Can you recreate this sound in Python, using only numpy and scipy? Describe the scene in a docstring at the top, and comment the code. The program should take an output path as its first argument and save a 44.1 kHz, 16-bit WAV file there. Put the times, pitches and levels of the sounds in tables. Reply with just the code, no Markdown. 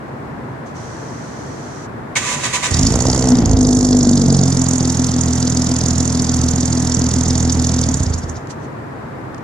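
"""Thumping, raspy exhaust of a V6 car outdoors, heard in stereo near the ground, facing its twin tailpipes.
The fuel pump primes, the starter cranks, the engine catches, flares, settles to idle, then is switched off.
Every firing rings the silencer and pipes as a pulse and leaves the tailpipes as a puff of shaped noise.
Filtered noise makes the starter, pump and valve gear close by, and the town murmuring in the distance."""
import sys
import numpy as np
from scipy import signal
from scipy.fft import rfft, irfft
from scipy.io import wavfile
from scipy.ndimage import uniform_filter1d, minimum_filter1d

SR = 44100
rng = np.random.default_rng(int(sys.argv[2]) if len(sys.argv) > 2 else 0)


def bounce(signal):
    """Save signal as a 16-bit WAV file at the path given by the first command-line argument."""
    frames = np.transpose(np.atleast_2d(signal))
    limited = np.clip(frames, -1, 1)
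    pcm = np.round(limited * 32767).astype(np.int16)
    wavfile.write(sys.argv[1], SR, pcm)


N = 416025
TIME, HZ = np.arange(N) / SR, np.fft.rfftfreq(2 ** 19, 1 / SR)  # seconds; Hz of the zero-padded spectrum

# Levels in the tables are relative: each voice is levelled, then given its gain.
# Engine speed: (time [s], exhaust pulse rate [1/s])
ENGINE_SPEED = [(2.69, 20.05), (2.75, 36.02), (2.81, 51.73), (2.92, 57.05), (3.05, 64.4), (3.25, 64.03),
                (3.45, 55.42), (3.62, 50.13), (3.9, 50.12), (4.4, 45.39), (4.58, 43.24), (4.8, 42.13),
                (5.2, 41.62), (7.83, 41.36), (7.92, 37.14), (8.05, 30.53), (8.2, 19.73), (8.39, 11.37)]
# Cylinders in firing order, banks in turn:
# (lateness [s], thump [dB], boom [dB], chuff [dB], whistle [dB])
CYLINDERS = [(.0001, 5.5, -2, -7, 3), (-.0002, 4.5, 2, 1, 2.2), (.0001, 3.5, 0, -7, 1.5),
             (-.0001, 5, -5, 1.5, 3.5), (0, 2.5, -2.5, -9, 4.5), (-.0001, 7, -9, 0, 0)]
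# Load, positive as the engine pulls up to speed, negative as the revs sink: (time [s], level [dB])
LOAD = [(2.7, -1), (3.0, 5), (3.3, 3), (3.5, -1), (3.7, -11), (4.3, -5.5), (4.6, 1)]
# Throttle, open for a fast idle after the start, then closed: (time [s], opening [0-1])
THROTTLE = [(2.75, 0.14), (3.05, 0.83), (3.5, 0.99), (4.38, 1), (4.56, 0)]
# Exhaust voices, name: (at idle [dB], added at the catch [dB], added at fast idle [dB],
# lost per halving of speed below idle [dB])
EXHAUST_VOICES = {"silencer": (-25.5, 8, 1.5, 2.5), "pipe": (-20, -0.5, .5, 10.5),
                  "tailpipe": (-19, -8.5, 0, 13.5), "overtones": (-32, -3, 9, 12), "roar": (-32.5, 2, 7, 8),
                  "rasp": (-24, 7.5, -0.2, 11.5)}
# Brief exhaust swells from uneven running: (time [s], half length [s], silencer [dB], tailpipe [dB])
SURGES = [(2.867, .04, 3, 11.5), (3.357, 0.079, -4, 12), (3.518, 0.11, 10, 4.5), (5.3, .1, 3.5, -0.5),
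          (5.947, 0.11, 5, -2), (6.444, 0.14, 6, -0.5), (7.45, 0.49, 6.5, -0.5), (8.082, 0.12, 8.5, -1)]
# Firings that spit sharply: (time [s], whistle level [dB])
SPITS = [(2.833, 6.5), (2.87, 13.5), (2.958, 7.5), (3.132, 3.5), (3.459, 12), (3.515, 10.5), (4.735, 10),
         (5.212, 9.5), (6.512, 8), (6.609, 7.5), (6.657, 8), (6.945, 9), (7.527, 9.5), (8.141, 6.5),
         (8.297, 9)]
# Firings the cold engine misses: (time [s])
MISFIRES = [2.888, 2.975, 3.039, 3.338, 3.441, 3.553]
# Brief dip of the rasp as the revs start to sink: (time [s], half length [s], level [dB])
RASP_DIP = (3.46, 0.12, -4.5)
# Speeds where a firing harmonic meets a pipe's note and it drones:
# (pulse rate [1/s], width [1/s], level [dB])
PIPE_DRONE = (45.6, 2.2, 7)
TAILPIPE_DRONE = (48.5, 3.07, 8.6)
# Resonances of the exhaust, the last being higher ones of the pipes:
# (frequency [Hz], width [Hz], level [dB])
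SILENCER_MODES = [(51.3, 38, 1), (80.7, 5.1, 13)]
PIPE_MODES = [(140, 21, 1), (187.6, 48, -1)]
TAILPIPE_MODES = [(254.1, 11.4, 1)]
OVERTONE_MODES = [(286.6, 14, 4.5), (333.7, 25, 3.5), (398, 27, -8.5), (435, 33, -0.5), (503, 13, -14.5),
                  (639, 49, -7.5), (733, 16, -11)]
# Resonances of the starter's housing, the struck pinion and the whining pump:
# (frequency [Hz], width [Hz], level [dB])
HOUSING_MODES = [(994, 12, 11.5), (1174, 10, 2.5), (1524, 18, 5.5), (1750, 10, 2), (1918, 26, 9),
                 (2143, 17, 2), (2210, 9.5, -5), (2580, 65, 1), (3110, 19, -8), (3800, 11, 7),
                 (6400, 20, 9.5), (7100, 17, -21), (8000, 23, -13), (11030, 41, -1.5)]
CLANK_MODES = [(1940, 52, -14), (2190, 51, 13), (2300, 57, 13), (2680, 75, -12)]
PUMP_WHINE_MODES = [(5900, 61, 4), (6140, 150, -5)]
# Spectrum of the puffs: (frequency [Hz], left [dB], right [dB])
RASP_SPECTRUM = [(2080, -41, -34), (3040, -25.5, -20.5), (3490, -17, -13), (4150, -16.5, -10.5),
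                 (4380, -8, -8), (4930, -4.5, -8), (5750, -7.5, 0), (5860, -36, -10.5), (6010, -8.5, 0),
                 (7190, -13.5, 1), (7000, -27, -3), (8350, -20, -12), (10030, -35, -21),
                 (14300, -87, -48.5)]
# Spectra of gas rush, valve gear, starter gears, pump and town: (frequency [Hz], density [dB per Hz])
ROAR_SPECTRUM = [(180, -6), (300, -1.5), (367, -10.5), (450, -4), (545, -11), (714, -6.5), (1700, -30.5),
                 (1930, -22), (2450, -47), (3000, -28), (3900, -59), (6600, -120)]
CLATTER_SPECTRUM = [(530, -46.5), (900, -2.5), (1220, -8), (1350, -4.5), (1690, -13.5), (1930, -8),
                    (2520, -13.5), (3500, -12), (4550, -23), (7700, -120)]
GEAR_SPECTRUM = [(290, -39), (500, -4), (892, -11.5), (971, -10.5), (1170, 1.5), (1320, -12), (1480, -12),
                 (1640, -6), (2140, -1.5), (2880, -5), (5000, -9.5), (6910, -3), (11200, -26), (12700, -47),
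                 (14600, -64)]
PUMP_SPECTRUM = [(1760, -36), (3000, -6), (3790, -9), (4150, -3.5), (4930, -5.5), (6070, -1), (6660, -3),
                 (7620, -9), (10700, -23), (13000, -48)]
TOWN_SPECTRUM = [(15, -53), (25, -30), (59, -14), (131, -1), (205, -9.5), (290, -7), (379, -9),
                 (551, -11.5), (1020, -13.5), (1190, -16), (1780, -20), (3030, -37.5), (5600, -44),
                 (7710, -46.5), (14600, -58.5)]
# Starter strokes, a bite and then compressions: (start [s], rise [s], hold [s], level [dB])
STROKES = [(2.154, 0.013, 0.0091, -20), (2.19, .1, 0.056, -26), (2.427, 0.014, 0.027, -24.5),
           (2.527, 0.01, 0.028, -22.5), (2.623, 0.012, 0.032, -23)]
# Small ticks and puffs before the start and around the stop: (time [s], level [dB], rise [s], decay [s])
TICKS = [(.665, -50, .005, .05), (8.472, -39, .0004, .002), (8.508, -35, 0.0074, 0.012),
         (8.648, -51.5, 0.043, 0.024), (9.346, -39, 0.00063, 0.0018), (9.381, -46, .001, .004)]
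# Likeness of the two microphones, used within 0 to 1: (frequency [Hz], likeness [1])
CAR_SAME = [(60, 0.77), (130, 1), (290, 1), (620, 0.94), (1360, 1), (2970, -0.17), (6490, 0.89),
            (14200, 0.45)]
STARTER_SAME = [(60, 0.9), (180, 0.79), (530, 0.58), (1590, 0.94), (4750, -1.1), (14200, -0.06)]
TOWN_SAME = [(60, 0.9), (130, 0.95), (290, 0.68), (620, 0.14), (1360, -0.71), (2970, -0.12), (6490, -0.054),
             (14200, 0.078)]
# Balance of the two microphones: (frequency [Hz], left minus right [dB])
CAR_SIDE = [(60, -1), (110, -5.5), (200, 1.5), (370, -0.5), (680, 0), (1250, -3.5), (2290, 1), (4200, -2.5),
            (7720, -11.5), (14200, -11)]
TOWN_SIDE = [(60, -5), (180, 1), (530, 0), (1590, 3), (4750, -2), (14200, -1.5)]

IDLE_RATE = 41  # pulses per s
# The first firings burn rich and hard; that dies away, and the pipes fall silent after the last stroke
CATCH_RISE_S, CATCH_DECAY_S, STOP_S = 0.025, 0.41, .12
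MISFIRE_DB = -22
STROKE_RELEASE_S, WHIR_DB, LET_GO_S, SPIN_DOWN_DB_PER_S = 0.016, -32, 2.73, 51
PUMP_ON_S, PUMP_OFF_S, PUMP_RAMP_S, PUMP_DB = 0.738, 1.875, 0.023, -46.5
TOWN_DB = -30.5
EDGE_HZ, LIMIT = 14700, 1.0  # upper band limit; full scale


def firings(whistle_scatter_db=2.0, chuff_scatter_db=1.75, thump_scatter_db=1.5, boom_scatter_db=3.0):
    """Crank rotation gives the pulse times; cylinder and chance set thump, boom, chuff and whistle sizes."""
    s, rate = np.transpose(ENGINE_SPEED)
    turns = np.cumsum(np.interp(TIME, s, rate, 0, 0)) / SR + .5
    times = TIME[1:][np.diff(np.floor(turns)) > 0]
    cylinder = np.arange(len(times)) % len(CYLINDERS)
    late, thump_db, boom_db, chuff_db, whistle_db = np.array(CYLINDERS)[cylinder].T
    chance = rng.standard_normal((5, len(times)))
    chuff_db = chuff_db + chuff_scatter_db * chance[0]
    whistle_db = whistle_db + whistle_scatter_db * chance[4]
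    for when, db in SPITS + [(when, MISFIRE_DB) for when in MISFIRES]:
        k = np.argmin(abs(times - when))
        whistle_db[k] = db
        chuff_db[k] += 0.59 * db
        thump_db[k] += 0.37 * min(db, 0)  # only a misfire weakens the thump
    lope = np.interp(np.interp(times, s, rate), [43, 49], [1, .3])  # the cylinders even out above idle
    times = times + lope * late + .00014 * chance[1]
    thump = amp(thump_db + thump_scatter_db * chance[2])
    boom = amp(lope * boom_db + boom_scatter_db * chance[3])
    return times, thump, boom, amp(chuff_db), amp(whistle_db)


def exhaust(times, thump, boom, lead_s=0.003264):
    """Each pulse, with the eddies behind it, rings the silencer, the pipe and the tailpipe."""
    eddies = evened(puffs(times, thump, 0.055, 1.0) * rng.standard_normal(N))
    times = times - lead_s  # the pressure wave runs ahead of the gas
    push = -evened(clicks(times, thump)) + .2 * eddies
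    kick = -evened(clicks(times, boom)) + .25 * eddies
    silencer = filtered(push, ringing(SILENCER_MODES) * band(43.0, 121, order=4))
    pipe = filtered(push, ringing(PIPE_MODES) * band(113, 211.5))
    tailpipe = filtered(kick, ringing(TAILPIPE_MODES) * band(137, 225))
    overtones = filtered(-kick + 1.02 * eddies, ringing(OVERTONE_MODES) * band(224, 750))
    rate = curve(ENGINE_SPEED)
    throb_db = sum(bump(TIME, s, length, db) for s, length, db, _ in SURGES)
    boom_db = sum(bump(TIME, s, length, db) for s, length, _, db in SURGES)
    sound = levelled(silencer) * drive("silencer") * amp(throb_db)
    sound += levelled(pipe) * drive("pipe") * amp(bump(rate, *PIPE_DRONE))
    sound += levelled(tailpipe) * drive("tailpipe") * amp(boom_db + bump(rate, *TAILPIPE_DRONE))
    sound += levelled(overtones) * drive("overtones")
    return filtered(sound, balance(CAR_SIDE))


def rasp(times, chuff, whistle, split_hz=5900, lag_s=.00004, tear_db=2.5, crack_db=7):
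    """Every puff tears out of the tailpipes as a broad chuff and a shorter, shriller whistle."""
    right_lag = np.exp(-2j * np.pi * HZ * lag_s * np.array([[0], [1]]))
    colour = amp([read(RASP_SPECTRUM, 1), read(RASP_SPECTRUM, 2)]) * right_lag
    colour = colour / np.sqrt(np.mean(abs(colour) ** 2) / 2)
    upper = 1 / (1 + (HZ / split_hz + 1e-3) ** -24)  # power share above the split
    tearing = amp(tear_db * flutter())
    low = puffs(times, chuff, 0.25, 0.14) * tearing
    spit = np.maximum(whistle - 1.3, 0) * amp(crack_db)  # only the strongest puffs spit
    crack = puffs(times, spit, 0.012, 0.025)
    high = np.hypot(puffs(times, whistle, 0.11, 0.18), crack) * tearing
    total = np.hypot(low, high) + 1e-9
    gain = levelled(total) / total * drive("rasp") * amp(bump(TIME, *RASP_DIP))
    flow = gain * rng.standard_normal((2, N))
    chuffs = filtered(low * flow[0], colour * np.sqrt(1 - upper))
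    whistles = filtered(high * flow[1], colour * np.sqrt(upper))
    return walls(chuffs + whistles, wet=0.34, decay_s=0.059)


def roar(times, thump):
    """The dull rush of gas leaving the pipes is noise that follows the flow of the puffs."""
    bark = ramp(curve(LOAD) / 2)  # under load the rush breaks into separate bursts
    steady = (1 - bark) * puffs(times, thump, 0.082, 1.0)
    bursts = 0.79 * bark * puffs(times, thump, 0.1, 0.24)
    gain = levelled(steady + bursts) * drive("roar") * amp(curve(LOAD))
    return gain * noise(amp(read(ROAR_SPECTRUM)), CAR_SAME, CAR_SIDE)


def drive(voice):
    """Gain of one exhaust voice follows the catch, the throttle and the loss below idle speed."""
    idle_db, catch_db, throttle_db, slow_db = EXHAUST_VOICES[voice]
    since = TIME - ENGINE_SPEED[0][0]
    until = ENGINE_SPEED[-1][0] + STOP_S - TIME
    running = ramp(since / CATCH_RISE_S) * ramp(until / STOP_S) ** 2
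    catch = np.exp(-np.maximum(since, 0) / CATCH_DECAY_S)
    halvings = np.maximum(np.log2(IDLE_RATE / curve(ENGINE_SPEED)), 0)
    level_db = idle_db + catch_db * catch + throttle_db * curve(THROTTLE) - slow_db * halvings
    return running * amp(level_db)


def starter(grind_db=2.5, ring_db=-2.0, grain_db=-0.5, shake_db=-17):
    """Pinion teeth grind on the flywheel and ring the housing, loudest on each compression."""
    teeth = evened(amp(grain_db * flutter()))
    grind = teeth * noise(amp(read(GEAR_SPECTRUM)), STARTER_SAME, CAR_SIDE)
    shake = noise(band(47, 140), CAR_SAME, CAR_SIDE)  # the block rocks on its mounts
    ring = noise(ringing(HOUSING_MODES) * band(870, 6600), STARTER_SAME, CAR_SIDE)
    return cranking() * (amp(grind_db) * grind + amp(ring_db) * ring + amp(shake_db) * shake)


def cranking():
    """The starter's effort: a whir that spins down once let go, and a rise, hold and release per stroke."""
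    spin_down_db = SPIN_DOWN_DB_PER_S * np.maximum(TIME - LET_GO_S, 0)
    whir = (TIME > STROKES[0][0]) * amp(WHIR_DB - spin_down_db)
    strokes = np.zeros(N)
    for s, rise, hold, db in STROKES:
        release = np.exp(-np.maximum(TIME - s - rise - hold, 0) / STROKE_RELEASE_S)
        strokes += amp(db) * ramp((TIME - s) / rise) * release
    return np.hypot(whir, strokes)


def solenoid(strike_s=2.158, clank_db=-10):
    """The solenoid slams the pinion home, and the blow rings a few damped resonances."""
    blow = clicks(np.array([strike_s]), [1.])
    ring = filtered(blow, ringing(CLANK_MODES) * band(1300, 4800))
    pair = ring / abs(ring).max() * np.array([[1.2], [.8]])  # nearer the left microphone
    return walls(amp(clank_db) * pair, wet=1.0, decay_s=0.018)


def engine_bay(clatter_db=-40, ring_db=-48, hush=1.16, strain=0.45):
    """Valve gear and belts rustle while the shaft turns, louder under load, hushed as the revs sink."""
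    s, rate = np.transpose(ENGINE_SPEED)
    pace = np.minimum(np.interp(TIME, s, rate, 0, 0) / IDLE_RATE, 1) ** 1.4
    load = curve(LOAD)
    load_gain = amp(hush * np.minimum(load, 0) + strain * np.maximum(load, 0))
    rustle = amp(clatter_db) * noise(amp(read(CLATTER_SPECTRUM)), CAR_SAME, CAR_SIDE)
    ring = amp(ring_db) * noise(ringing(HOUSING_MODES), CAR_SAME, CAR_SIDE)
    return pace * load_gain * (rustle + ring)


def pump_hiss():
    """Broad hiss in the pump's colour."""
    return noise(amp(read(PUMP_SPECTRUM)), STARTER_SAME, CAR_SIDE)


def fuel_pump(whine_db=-7):
    """The pump runs once to prime the line, hissing and whining through two resonances."""
    whine = amp(whine_db) * noise(ringing(PUMP_WHINE_MODES) * band(5400, 7200), STARTER_SAME, CAR_SIDE)
    priming = ramp(np.minimum(TIME - PUMP_ON_S, PUMP_OFF_S - TIME) / PUMP_RAMP_S)
    return amp(PUMP_DB) * priming * (0.91 * pump_hiss() + whine)


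def small_ticks():
    """Ticks and small puffs are short bursts of hiss."""
    return pump_hiss() * sum(amp(db) * swell(TIME - s, rise, decay) for s, db, rise, decay in TICKS)


def town(hum_db=-38):
    """Far traffic is a broad murmur, with the low resonant drone of ventilation."""
    vents = ringing([(135, 12.4, -1.1), (229.4, 22, -0.9)])  # (frequency [Hz], width [Hz], level [dB])
    drone = noise(vents * band(106, 340), TOWN_SAME, TOWN_SIDE)
    murmur = noise(amp(read(TOWN_SPECTRUM)), TOWN_SAME, TOWN_SIDE)
    return amp(TOWN_DB) * murmur + amp(hum_db) * drone


def walls(pair, wet, decay_s):
    """Ground, underbody and nearby walls scatter a sound into a short tail of decaying noise."""
    t = np.arange(SR // 3) / SR
    tail = rng.standard_normal((2, len(t))) * np.exp(-t / decay_s)
    return pair + wet * signal.fftconvolve(pair, tail / np.linalg.norm(tail[0]), axes=1)[:, :N]


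def noise(response, same, side):
    """Coloured noise at two partly alike microphones, their mean at unit power."""
    a, b = rfft(rng.standard_normal((2, 2 * len(HZ) - 2)))
    c = np.clip(read(same), 0, 1)
    right = c * a + np.sqrt(1 - c ** 2) * b
    pair = irfft(np.array([a, right]) * response * balance(side))[:, :N]
    return pair / np.sqrt(np.mean(pair.mean(0) ** 2))


def puffs(times, sizes, rise, decay):
    """Gas puff envelope; rise and decay are shares of the firing gap, so slow puffs last longer."""
    edges = np.r_[2 * times[0] - times[1], times, 2 * times[-1] - times[-2]]
    turns = np.interp(TIME, edges, np.arange(len(edges)))
    sizes = np.r_[0, sizes, 0, 0]
    k = turns.astype(int)
    last = sizes[k] * swell(turns - k, rise, decay)
    coming = sizes[k + 1] * swell(turns - k - 1, rise, decay)
    return np.hypot(last, coming)


def swell(t, rise, decay):
    """A burst that peaks at t = 0, exponential on both sides."""
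    return np.exp(-np.maximum(-t / rise, t / decay))


def clicks(times, sizes):
    """Single-sample pulses."""
    return np.bincount(np.clip(np.round(times * SR).astype(int), 0, N - 1), sizes, N)


def flutter():
    """Random unit-power wobble, smoothed over about a millisecond."""
    return evened(uniform_filter1d(rng.standard_normal(N), size=50))


def ringing(modes):
    """Frequency response of a set of damped resonances."""
    return sum(amp(db) * 1j * HZ * width / (hz ** 2 - HZ ** 2 + 1j * HZ * width) for hz, width, db in modes)


def band(low_hz, high_hz, order=2):
    """Causal band-pass response."""
    return signal.freqs(*signal.butter(order, [low_hz, high_hz], "band", analog=True), HZ)[1]


def filtered(x, response):
    """Applies a frequency response."""
    return irfft(rfft(x, 2 * len(HZ) - 2) * response)[..., :N]


def balance(side):
    """Left and right gains over frequency."""
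    return amp(read(side) * [[.5], [-.5]])


def levelled(x):
    """Near unit power over roughly an idling engine cycle or more; the throb within a cycle stays."""
    power = uniform_filter1d(uniform_filter1d(x ** 2, size=6400), size=3200)
    return x / np.sqrt(abs(power) + 0.0017 * np.mean(x ** 2))


def evened(x):
    """Unit power overall."""
    return x / np.sqrt(np.mean(x ** 2) + 1e-20)


def amp(db):
    """Decibels to amplitude."""
    return 10 ** (np.asarray(db) / 20)


def curve(rows, column=1):
    """A table column drawn out over time."""
    rows = np.array(rows)
    return np.interp(TIME, rows[:, 0], rows[:, column])


def read(points, column=1):
    """A table column drawn out over log frequency."""
    points = np.array(points)
    return np.interp(np.log(HZ + 1), np.log(points[:, 0] + 1), points[:, column])


def ramp(x):
    """Holds x between 0 and 1."""
    return np.clip(x, 0, 1)


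def bump(x, centre, width, db):
    """A bell-shaped change in level around one time or speed."""
    return db * np.exp(-((x - centre) / width) ** 2)


def scene():
    """The car's sounds from the tailpipes to its small ticks, with the town behind."""
    times, thump, boom, chuff, whistle = firings()
    pipes = exhaust(times, thump, boom) + rasp(times, chuff, whistle) + roar(times, thump)
    starting = starter() + solenoid() + fuel_pump()
    return pipes + starting + engine_bay() + small_ticks() + town()


def record(dry):
    """A fast limiter holds the tallest peaks near full scale; then the band limit."""
    gain = LIMIT / np.maximum(abs(dry).max(0), LIMIT)
    held = dry * uniform_filter1d(minimum_filter1d(gain, size=101), size=101)
    lowpass = signal.firwin(511, EDGE_HZ, window=("kaiser", 9), fs=SR)
    return signal.oaconvolve(held, lowpass[None], "same")


dry = scene()
out = record(dry)
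bounce(out)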